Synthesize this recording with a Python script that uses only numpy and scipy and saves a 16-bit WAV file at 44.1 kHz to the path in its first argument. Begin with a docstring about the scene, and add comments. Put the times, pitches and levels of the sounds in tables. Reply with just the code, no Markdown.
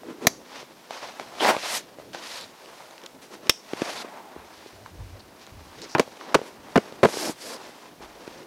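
"""Nylon brushes and creases under the hands, and a plastic buckle snaps shut on a pack; later, a second.
Steps thud on soft ground, then a foam roll knocks about and slides along a sleeve, in a quiet forest.
The cloth sounds by stick-slip friction, which drives the resonances of its weave and of the pack.
Buckles and roll ring in damped modes after each impact and echo off the trees; the loudest blows clip."""
import sys
import numpy as np
from scipy import signal
from scipy.io import wavfile
from scipy.ndimage import uniform_filter1d

SR = 44100
rng = np.random.default_rng(int(sys.argv[2]) if len(sys.argv) > 2 else 0)


def master(y):
    """Save y as 16-bit WAV."""
    cut = np.clip(np.atleast_2d(y).T, -1, 1)
    pcm = np.round(cut * 32767)  # scale
    wavfile.write(sys.argv[1], SR, pcm.astype(np.int16))


N = 373086

# spectrum of far leaves and wind: (frequency [Hz], relative density [dB])
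AIR_SPECTRUM = [(15, -60), (25, -12), (108, -2.5), (301, 5.5), (560, 2), (1020, -6.5), (2410, -17),
                (5570, -17.5), (8140, -19.5), (14800, -18.5), (16000, -24)]
# echoes off the trees: (frequency [Hz], t60 [s])
TREE_DECAY = [(1500, 0.13), (4000, 0.25), (5800, 0.39), (10500, 0.28), (14000, 0.15)]
# steps on soft ground: (time [s], level [dB], pitch [Hz], t60 [s])
FOOTSTEPS = [(4.37, -46.5, 75.4, .3), (4.729, -48, 107, 0.84), (4.916, -44, 88, 0.9),
             (4.99, -31.5, 95, 0.41), (5.124, -39, 95.5, 0.37), (5.52, -39, 78, 0.68),
             (7.999, -53, 59.3, 1)]
# resonances of the forest floor: (frequency [multiple of the step's pitch], width [Hz], gain [dB])
GROUND_MODES = [(.55, 8.9, -7.5), (1, 30, -11.5)]
# faint rustle of clothing between strokes: (time [s], base level [dB])
RUSTLE_LEVELS = [(0, -53.5), (.7, -52.5), (1.3, -44.5), (1.93, -54.5), (2.5, -69), (3.15, -98), (3.6, -69),
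                 (4.8, -51), (5.33, -54), (6.05, -47), (6.6, -60), (7.65, -44.5), (7.99, -53.5),
                 (8.46, -65)]
# offsets from that base level: (creases [dB], boom [dB], hiss [dB], sheen [dB])
RUSTLE_OFFSETS = (-3, -9.5, -6, -14.5)
# strokes of a hand or sleeve on cloth, the last three levels relative to the creases:
# (time at full level [s], rise [s], hold [s], fall [s], creases [dB], boom [dB], hiss [dB], sheen [dB])
CLOTH_STROKES = [(0.101, 0.13, 0.0092, 0.088, -46.5, 11, -7.5, -15),
                 (0.234, 0.059, 0.0046, 0.11, -40.5, 6.5, -7.5, -15),
                 (0.56, 0.13, 0.048, 0.074, -44.5, -3, 0, -16),
                 (0.91, 0.0062, 0.017, 0.32, -40, -19, -3, -17),
                 (1.03, .04, 0.024, 0.12, -39, -7.5, -5, -23),
                 (1.211, 0.03, 0.0049, 0.019, -44, 3, -2, -14),
                 (1.428, 0.054, 0.05, 0.12, -23.5, -8, -6.5, -16),
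                 (1.468, 0.048, 0.043, 0.052, -22.5, -8, -15, -18),
                 (1.641, 0.12, 0.085, 0.11, -36, -7.5, 1.5, -25),
                 (1.74, 0.16, 0.032, 0.033, -37, -19, 5, 4), (1.996, 0.033, .01, 0.18, -50.5, 1.5, -6, -12),
                 (2.137, 0.01, 0.089, 0.39, -43, -4, -1.5, -20), (2.27, 0.15, 0.098, 0.16, -44, -25, 4, -4),
                 (2.734, 0.69, 0.082, 1, -49, -24, -4, -11),
                 (3.036, 0.24, 0.022, 0.0073, -52, -0.5, -13, -22),
                 (3.22, 0.0092, 0.014, 0.094, -55.5, 8, 5, 0.5),
                 (3.338, 0.062, .005, 0.052, -42, 3, -5.5, -13),
                 (3.461, 0.11, 0.0093, 0.11, -44.5, 1.5, -6, -16),
                 (3.835, 0.25, .19, 0.013, -37, -7, -3, -12),
                 (4.05, 0.1, 0.083, 0.97, -46.5, -3.5, -12, -18),
                 (4.56, 0.31, 0.13, 0.14, -54, -18, -1, -11), (5.423, 0.073, .02, 0.1, -60, -27, 7.5, -11),
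                 (5.788, 0.059, 0.06, 0.1, -52.5, 8.5, 2.5, -19),
                 (6.234, 0.16, 0.078, 0.37, -43, -2.5, -7.5, -24),
                 (6.463, 0.15, 0.011, 0.11, -45.5, -6, -6, -10.5),
                 (6.802, 0.4, 0.0081, 0.48, -44.5, -2.5, -7, -14.5),
                 (7.088, 0.065, 0.17, 0.022, -43, -1, 4.5, 0.5), (7.198, 0.1, 0.11, 0.033, -39.5, 2, -2, 0),
                 (7.425, 0.091, 0.12, 0.038, -51, 1, 4.5, 5),
                 (7.51, 0.12, .01, 0.42, -45.5, -0.5, -15, -18),
                 (8.019, 0.026, 0.0046, 0.12, -45, -2.5, -7, -15),
                 (8.277, 0.38, 0.0092, 0.95, -48, -1, -3.5, -13)]
# resonances of the pack and its cloth: (frequency [Hz], width [Hz], gain [dB])
PANEL_MODES = [(620, 380, 0), (944, 450, 0.5), (1370, 1980, -8)]  # stiff panels
CAVITY_MODES = [(234, 277, 1.7), (418, 300, 0.24)]  # air inside the pack
WEAVE_MODES = [(1940, 3070, 1.5), (4630, 3070, -1), (5570, 1930, 2.5)]  # plucked threads
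SHEEN_BANDS = [(6400, 6500, 9.6), (11500, 4200, 1.7), (13700, 1100, 0.5)]  # fine treble of a light, fast stroke
# a strap edge or sleeve rasping in one spot: (start [s], end [s], frequency [Hz], level [dB])
STRAP_RASPS = [(1.391, 1.457, 3000, -31.5), (1.769, 1.798, 6230, -40), (2.314, 2.451, 4200, -45),
               (3.95, 4.024, 3970, -42.5), (5.191, 5.21, 4300, -52), (5.814, 5.853, 5200, -45.5),
               (5.883, 5.96, 5300, -47), (7.106, 7.302, 5100, -39), (7.393, 7.573, 4800, -46.5)]
# a hollow thing dragged on cloth: (start [s], end [s], first pitch [Hz], last pitch [Hz], level [dB])
HOLLOW_SCRAPES = [(1.408, 1.472, 280, 530, -26), (1.471, 1.517, 676, 637, -20),
                  (4.03, 4.355, 880, 820, -48), (7.197, 7.308, 340, 286, -33.5),
                  (7.207, 7.313, 645, 454, -36), (7.418, 7.573, 520, 474, -43)]
# dry ticks of plastic on plastic: (time [s], level [dB], lower mode [Hz])
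PLASTIC_TICKS = [(2.133, -29, 3070), (2.4115, -26, 4500), (2.6598, -32.5, 2920), (2.91, -35, 3880),
                 (2.9804, -30, 2810), (3.017, -37, 3300), (3.0377, -31, 3380), (3.0614, -26.5, 4200),
                 (3.064, -25.5, 3400), (5.467, -33, 4020), (5.8185, -26, 4280)]
# fingers, strap ends and loose plastic: (time [s], level [dB], pitch [Hz], relative edge gain [dB])
LIGHT_TAPS = [(0.0337, -29, 684, -21), (0.25, -17, 500, -19), (0.258, -16, 327, -37),
              (0.629, -25.5, 412, -29), (0.9078, -18, 720, -8.5), (1.1976, -19, 740, -6.5),
              (1.2112, -24, 436, -34), (1.407, -13, 736, -11), (1.4478, -9, 870, -5.5),
              (1.4528, -4.5, 925, -38), (1.4713, -10, 900, -9), (1.5659, -12, 535, -10),
              (1.986, -24.5, 560, -23), (1.999, -26, 590, -28), (2.1475, -20, 530, -5),
              (2.805, -30, 860, -17), (3.4705, -25, 312, -4.5), (3.734, -9.5, 340, -14),
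              (3.8192, -5.5, 300, -16), (4.0468, -20.5, 374, -22), (4.3632, -22.5, 326, -37),
              (4.661, -25.5, 393, -20), (4.861, -25.5, 1000, -13), (6.077, -24.5, 550, -35),
              (6.2114, -24.5, 1100, -16), (6.3907, -16, 477, -26), (6.4157, -16, 453, -23),
              (6.9238, -22.5, 503, -12.5), (7.0685, -18, 420, -10), (7.0873, -17, 500, -14),
              (7.171, -13.5, 416, -31), (7.275, -16, 322, -35.0), (7.296, -14, 277, -37),
              (8.006, -28, 422, -28), (8.2774, -20, 294, -16)]
# knocks of the foam roll: (time [s], level [dB], contact [s], mode scale [ratio], relative crack [dB])
ROLL_KNOCKS = [(5.9499, -11.5, 0.0008, 1.52, -22), (5.954, -17, 0.00099, 0.69, -18),
               (5.982, -22.5, 0.0064, 1.8, 5), (5.9956, -7, 0.0051, 1.2, 6.5),
               (6.344, -10.5, 0.0095, 2.26, 8), (6.351, -5.5, 0.0054, 0.9, -28),
               (6.757, -5, 0.011, 1.15, -11), (6.7736, -9, 0.0086, 0.95, -6),
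               (7.031, -3.5, 0.005, 1.04, -6), (7.0351, -8, 0.0078, 1.12, -2), (7.047, -9, 0.012, 0.94, -4),
               (7.052, -3, 0.006, 0.98, -16)]
# modes of the roll before each knock scales them: (frequency [Hz], gain [dB], t60 [s])
ROLL_MODES = [(219, -6, 0.038), (471, 2.5, 0.012), (614, -1.5, 0.015), (955, -3.5, 0.0071),
              (1550, -11, 0.0068)]
# the left buckle closing, then the right: (time [s], level [dB], chatter [s])
BUCKLE_SNAPS = [(0.2694, -1, 0.0043), (3.4953, -0.5, 0.0029)]
# modes of each buckle with the cloth behind it, one list a buckle: (frequency [Hz], gain [dB])
BUCKLE_MODES = [
    [(300, -4.5), (740, -1.5), (1230, -6.5), (2180, -1), (4150, -4), (4800, 2), (6000, 4.5), (9600, -6),
     (11000, -6), (14000, -16)],
    [(650, -4), (1000, -7), (3150, 10.5), (3560, 13.5), (5000, 4), (5450, 16), (6300, -2), (8200, 1),
     (11500, -7)],
]

AIR_DB = -52.5
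RAMP_DB = 20  # a stroke swells and fades by this much over its rise and fall times
CEILING_DROP_S, BAND_LIMIT_HZ = 5.7, 15950


def gain_of(db):
    """Amplitude ratio of a level in decibels."""
    return 10 ** (np.asarray(db) / 20)


def unit_rms(x):
    """Normalisation to unit mean power."""
    return x / np.sqrt(np.mean(x ** 2) + 1e-20)


def curve_at(points, hz):
    """Interpolation on a logarithmic frequency axis."""
    knots_hz, values = np.transpose(points)
    return np.interp(np.log(hz + 1), np.log(knots_hz + 1), values)


def add(mix, start_s, sound):
    """Superposition: a sound joins the mix at its start time."""
    part = mix[round(start_s * SR):][:len(sound)]
    part += sound[:len(part)]


def resonate(x, modes, order=1):
    """Forced resonance: parallel bands sum in alternating polarity; higher orders steepen the skirts."""
    out = np.zeros(len(x))
    for k, (hz, width, db) in enumerate(modes):
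        b, a = signal.iirpeak(hz, hz / width, SR)
        band = x
        for _ in range(order):
            band = signal.lfilter(b, a, band)
        out += (-1) ** k * gain_of(db) * band
    return out


def stick_slip(per_s, spread_db, smooth):
    """Stick-slip friction: sparse jerks of uneven size, blended with a share of smooth noise."""
    sizes = gain_of(spread_db * np.minimum(rng.exponential(1, N), 5))
    jerks = sizes * (rng.random(N) < per_s / SR)
    return smooth * rng.standard_normal(N) + (1 - smooth) * unit_rms(jerks * rng.standard_normal(N))


def flutter(depth_db, span_s):
    """Amplitude modulation: a random gain stands for the uneven pressure of the hand."""
    size = round(span_s * SR)
    drift = uniform_filter1d(uniform_filter1d(rng.standard_normal(N), size), size)
    return gain_of(depth_db * unit_rms(drift))


def struck(modes, contact_s, noise, blow, settle_db, settle_s, scale=1):
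    """Modal response to a blow, a rattling contact and its faint settling; unit rms in the attack."""
    t = np.arange(len(noise)) / SR
    force = noise * np.where(t < contact_s, 1, gain_of(settle_db - 60 * (t - contact_s) / settle_s))
    force[0] = blow * np.sqrt(contact_s * SR)
    ring = sum(gain_of(db - 60 * t * scale / t60) * np.sin(2 * np.pi * hz * scale * t)
               for hz, db, t60 in modes)
    sound = signal.fftconvolve(force, ring)[:len(t)]
    attack = sound[:round((contact_s + .003) * SR)]
    return sound / np.sqrt(np.mean(attack ** 2))


def thinned_bass(x, cutoff_hz):
    """Second-order high-pass: the near sounds carry little bass below the cut-off."""
    return signal.sosfilt(signal.butter(2, cutoff_hz, "high", fs=SR, output="sos"), x)


def forest_air():
    """Broadband noise of far leaves and wind: a hiss, patchy in the low range and steady at the top."""
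    frames, hz = N // 256 + 5, np.fft.rfftfreq(1024, 1 / SR)
    real, imag, patches = rng.standard_normal((frames, 513, 3)).T
    patches = unit_rms(uniform_filter1d(uniform_filter1d(patches, 12, 0), 14, 1))
    level_db = curve_at(AIR_SPECTRUM, hz)[:, None] + 3.7 * patches / (1 + hz[:, None] / 3000)
    hiss = signal.istft((real + 1j * imag) * gain_of(level_db), nperseg=1024, noverlap=768)[1]
    return gain_of(AIR_DB) * unit_rms(hiss[:N])


def tree_echoes(x):
    """Scattering off trunks leaves a diffuse tail, each band decaying at its own rate."""
    hz, t, spectrum = signal.stft(rng.standard_normal(SR // 2), SR, nperseg=256)
    decay = gain_of(-60 * t / curve_at(TREE_DECAY, hz)[:, None])
    tail = signal.istft(spectrum * decay, SR, nperseg=256)[1]
    tail *= np.arange(len(tail)) > .004 * SR  # delay of the first echo
    return signal.fftconvolve(x, tail / np.linalg.norm(tail))[:N]


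def footsteps():
    """Damped vibration of the forest floor under a settling weight: a push, then a dying shudder."""
    out, t = np.zeros(N), np.arange(SR // 2) / SR
    for (s, db, hz, t60), noise in zip(FOOTSTEPS, rng.standard_normal((len(FOOTSTEPS), len(t)))):
        modes = [(ratio * hz, width, mode_db) for ratio, width, mode_db in GROUND_MODES]
        shudder = unit_rms(resonate(noise, modes, order=2))
        push = 1.4 * np.sin(2 * np.pi * hz * t) * gain_of(-60 * t / 0.23)
        add(out, s, (shudder + push) * gain_of(db - 60 * t / t60) * np.minimum(t / 0.0033, 1))
    return out


def cloth_envelopes():
    """Incoherent sources add in power: rustle and strokes set the gains of the four cloth layers."""
    t = np.arange(0, N, 32) / SR
    rustle_db = np.interp(t, *np.transpose(RUSTLE_LEVELS))
    power = gain_of(rustle_db + np.array(RUSTLE_OFFSETS)[:, None]) ** 2
    for s, rise_s, hold_s, fall_s, db, *offsets_db in CLOTH_STROKES:
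        fade = np.maximum(np.maximum((s - t) / rise_s, (t - s - hold_s) / fall_s), 0)
        power += gain_of(db - RAMP_DB * fade + np.array([0, *offsets_db])[:, None]) ** 2
    return [np.interp(np.arange(N) / SR, t, row) for row in np.sqrt(power)]


def cloth():
    """Frictional excitation: creases ring the panels and the air within; sliding plucks the weave."""
    pressure = flutter(depth_db=0.98, span_s=0.014)
    creasing = stick_slip(per_s=1200, spread_db=3.3, smooth=0.66)
    creasing = creasing * flutter(0.53, 0.0049) * flutter(1.8, 0.032)
    sliding = stick_slip(per_s=2500, spread_db=2.5, smooth=0.79) * flutter(1.2, 0.0055)
    gliding = stick_slip(per_s=4000, spread_db=3, smooth=1)
    creases = resonate(creasing, PANEL_MODES, order=2)
    boom = resonate(creasing, CAVITY_MODES, order=2)
    hiss = resonate(sliding, WEAVE_MODES, order=2)
    sheen = resonate(gliding, SHEEN_BANDS, order=2)
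    layers = zip((creases, boom, hiss, sheen), cloth_envelopes())
    return pressure * sum(unit_rms(layer) * gain for layer, gain in layers)


def strap_rasps():
    """Rapid stick-slip drives one broad resonance, swelling and holding until the contact lets go."""
    out, jerks = np.zeros(N), stick_slip(per_s=3000, spread_db=2.4, smooth=0.48)
    for start, end, hz, db in STRAP_RASPS:
        progress = np.linspace(0, 1, round((end - start) * SR))
        force = jerks[round(start * SR):][:len(progress)]
        rasp = unit_rms(resonate(force, [(hz, 0.37 * hz, 0)], order=2))
        envelope = np.minimum(progress / 0.17, 1) * np.minimum((1 - progress) / 0.056, 1)
        add(out, start, gain_of(db) * rasp * envelope)
    return out


def hollow_scrapes():
    """Stick-slip drives a narrow resonance of a hollow body, its note sliding in pitch."""
    out = np.zeros(N)
    jerks = stick_slip(per_s=900, spread_db=1.06, smooth=0.62) * flutter(1.2, 0.022)
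    for start, end, first_hz, last_hz, db in HOLLOW_SCRAPES:
        progress = np.linspace(0, 1, round((end - start) * SR))
        force = jerks[round(start * SR):][:len(progress)]
        carrier = np.exp(2j * np.pi * np.cumsum(first_hz + (last_hz - first_hz) * progress) / SR)
        pole = np.exp(-np.pi * .16 * last_hz / SR)  # bandwidth is 16% of the last pitch
        note = carrier * signal.lfilter([1 - pole], [1, -pole], force / carrier)
        envelope = np.sqrt(np.sin(np.pi * progress).clip(0))
        add(out, start, gain_of(db) * unit_rms(note.real) * envelope)
    return out


def plastic_ticks():
    """Free vibration of two stiff, inharmonic modes, damped within milliseconds."""
    out, t = np.zeros(N), np.arange(600) / SR
    for (s, db, hz), side in zip(PLASTIC_TICKS, rng.random(len(PLASTIC_TICKS))):
        ring = np.sin(2 * np.pi * hz * t) + 0.6 * np.sin(2 * np.pi * 1.62 * hz * t)
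        add(out, s, np.sign(side - .5) * gain_of(db - 60 * t / 0.0039) * ring)
    return out


def light_taps():
    """Damped oscillation whose pitch sags as the contact softens, with a brief bright edge."""
    out, t = np.zeros(N), np.arange(2500) / SR
    warped_time = t + 0.76 * 0.00077 * (1 - np.exp(-t / 0.0001))
    for (s, db, hz, edge_db), noise in zip(LIGHT_TAPS, rng.standard_normal((len(LIGHT_TAPS), 2500))):
        noise[0] = 4  # first touch
        wobble = np.sin(2 * np.pi * hz * warped_time) * gain_of(-60 * t / 0.012)
        onset = np.minimum(t / 0.00051, 1)
        edge = resonate(noise, [(1460, 500, 15.5), (4970, 3600, -6)]) * gain_of(edge_db - 60 * t / 0.012)
        add(out, s, gain_of(db) * (wobble * onset + edge))
    return out


def foam_roll():
    """Impact excites hollow modes, rounded by the soft foam; the surface cracks during contact."""
    out, t = np.zeros(N), np.arange(5000) / SR
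    softness = signal.butter(4, 4000, fs=SR, output="sos")
    noises = rng.standard_normal((len(ROLL_KNOCKS), 2, len(t)))
    for (s, db, contact_s, scale, crack_db), (rattle, cells) in zip(ROLL_KNOCKS, noises):
        grit = unit_rms(cells * abs(cells))  # cells of foam giving way unevenly
        grit *= np.minimum(t / (0.33 * contact_s), 1)
        burst = gain_of(crack_db + 3.5 - 24 * t / contact_s)
        tail = gain_of(crack_db - 22 - 60 * t / 0.094)
        crack = resonate(grit, [(2820, 4600, 0)], order=2) * (burst + tail)
        thud = struck(ROLL_MODES, contact_s, rattle, blow=0.26, settle_db=-19, settle_s=0.089, scale=scale)
        add(out, s, gain_of(db) * (signal.sosfilt(softness, thud) + crack))
    return out


def buckles():
    """Elastic release: prongs spring out and chatter on the housing; plastic damps high modes fastest."""
    out, noises = np.zeros(N), rng.standard_normal((len(BUCKLE_SNAPS), 5000))
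    for (s, db, chatter_s), shape, rattle in zip(BUCKLE_SNAPS, BUCKLE_MODES, noises):
        modes = [(hz, mode_db, .23 / np.sqrt(hz)) for hz, mode_db in shape]
        snap = struck(modes, chatter_s, rattle, blow=1.38, settle_db=-13.5, settle_s=0.041)
        add(out, s, gain_of(db) * snap)
    return out


def scene():
    """Superposition of impacts, their echoes, friction, steps and forest air in one channel."""
    snaps, knocks, touches = buckles(), foam_roll(), light_taps() + plastic_ticks()
    echoes = tree_echoes(gain_of(-30.5) * snaps + gain_of(-24.0) * (knocks + touches))
    handling = snaps + knocks + echoes + cloth() + strap_rasps() + hollow_scrapes()
    near = thinned_bass(handling, cutoff_hz=237) + thinned_bass(touches, cutoff_hz=108)
    return (near + footsteps() + forest_air())[None]


def record(dry):
    """Hard clipping flattens peaks at a ceiling that steps down once; filters then limit the band."""
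    ceiling = np.where(np.arange(N) / SR < CEILING_DROP_S, .53, .39)
    clipped = np.clip(dry, -ceiling, ceiling)
    bass_cut = signal.lfilter(*signal.butter(1, 45, "high", fs=SR), clipped)
    lowpass = signal.firwin(511, BAND_LIMIT_HZ, window=("kaiser", 9), fs=SR)
    return signal.oaconvolve(bass_cut, lowpass[None], "same")


dry = scene()
out = record(dry)
master(out)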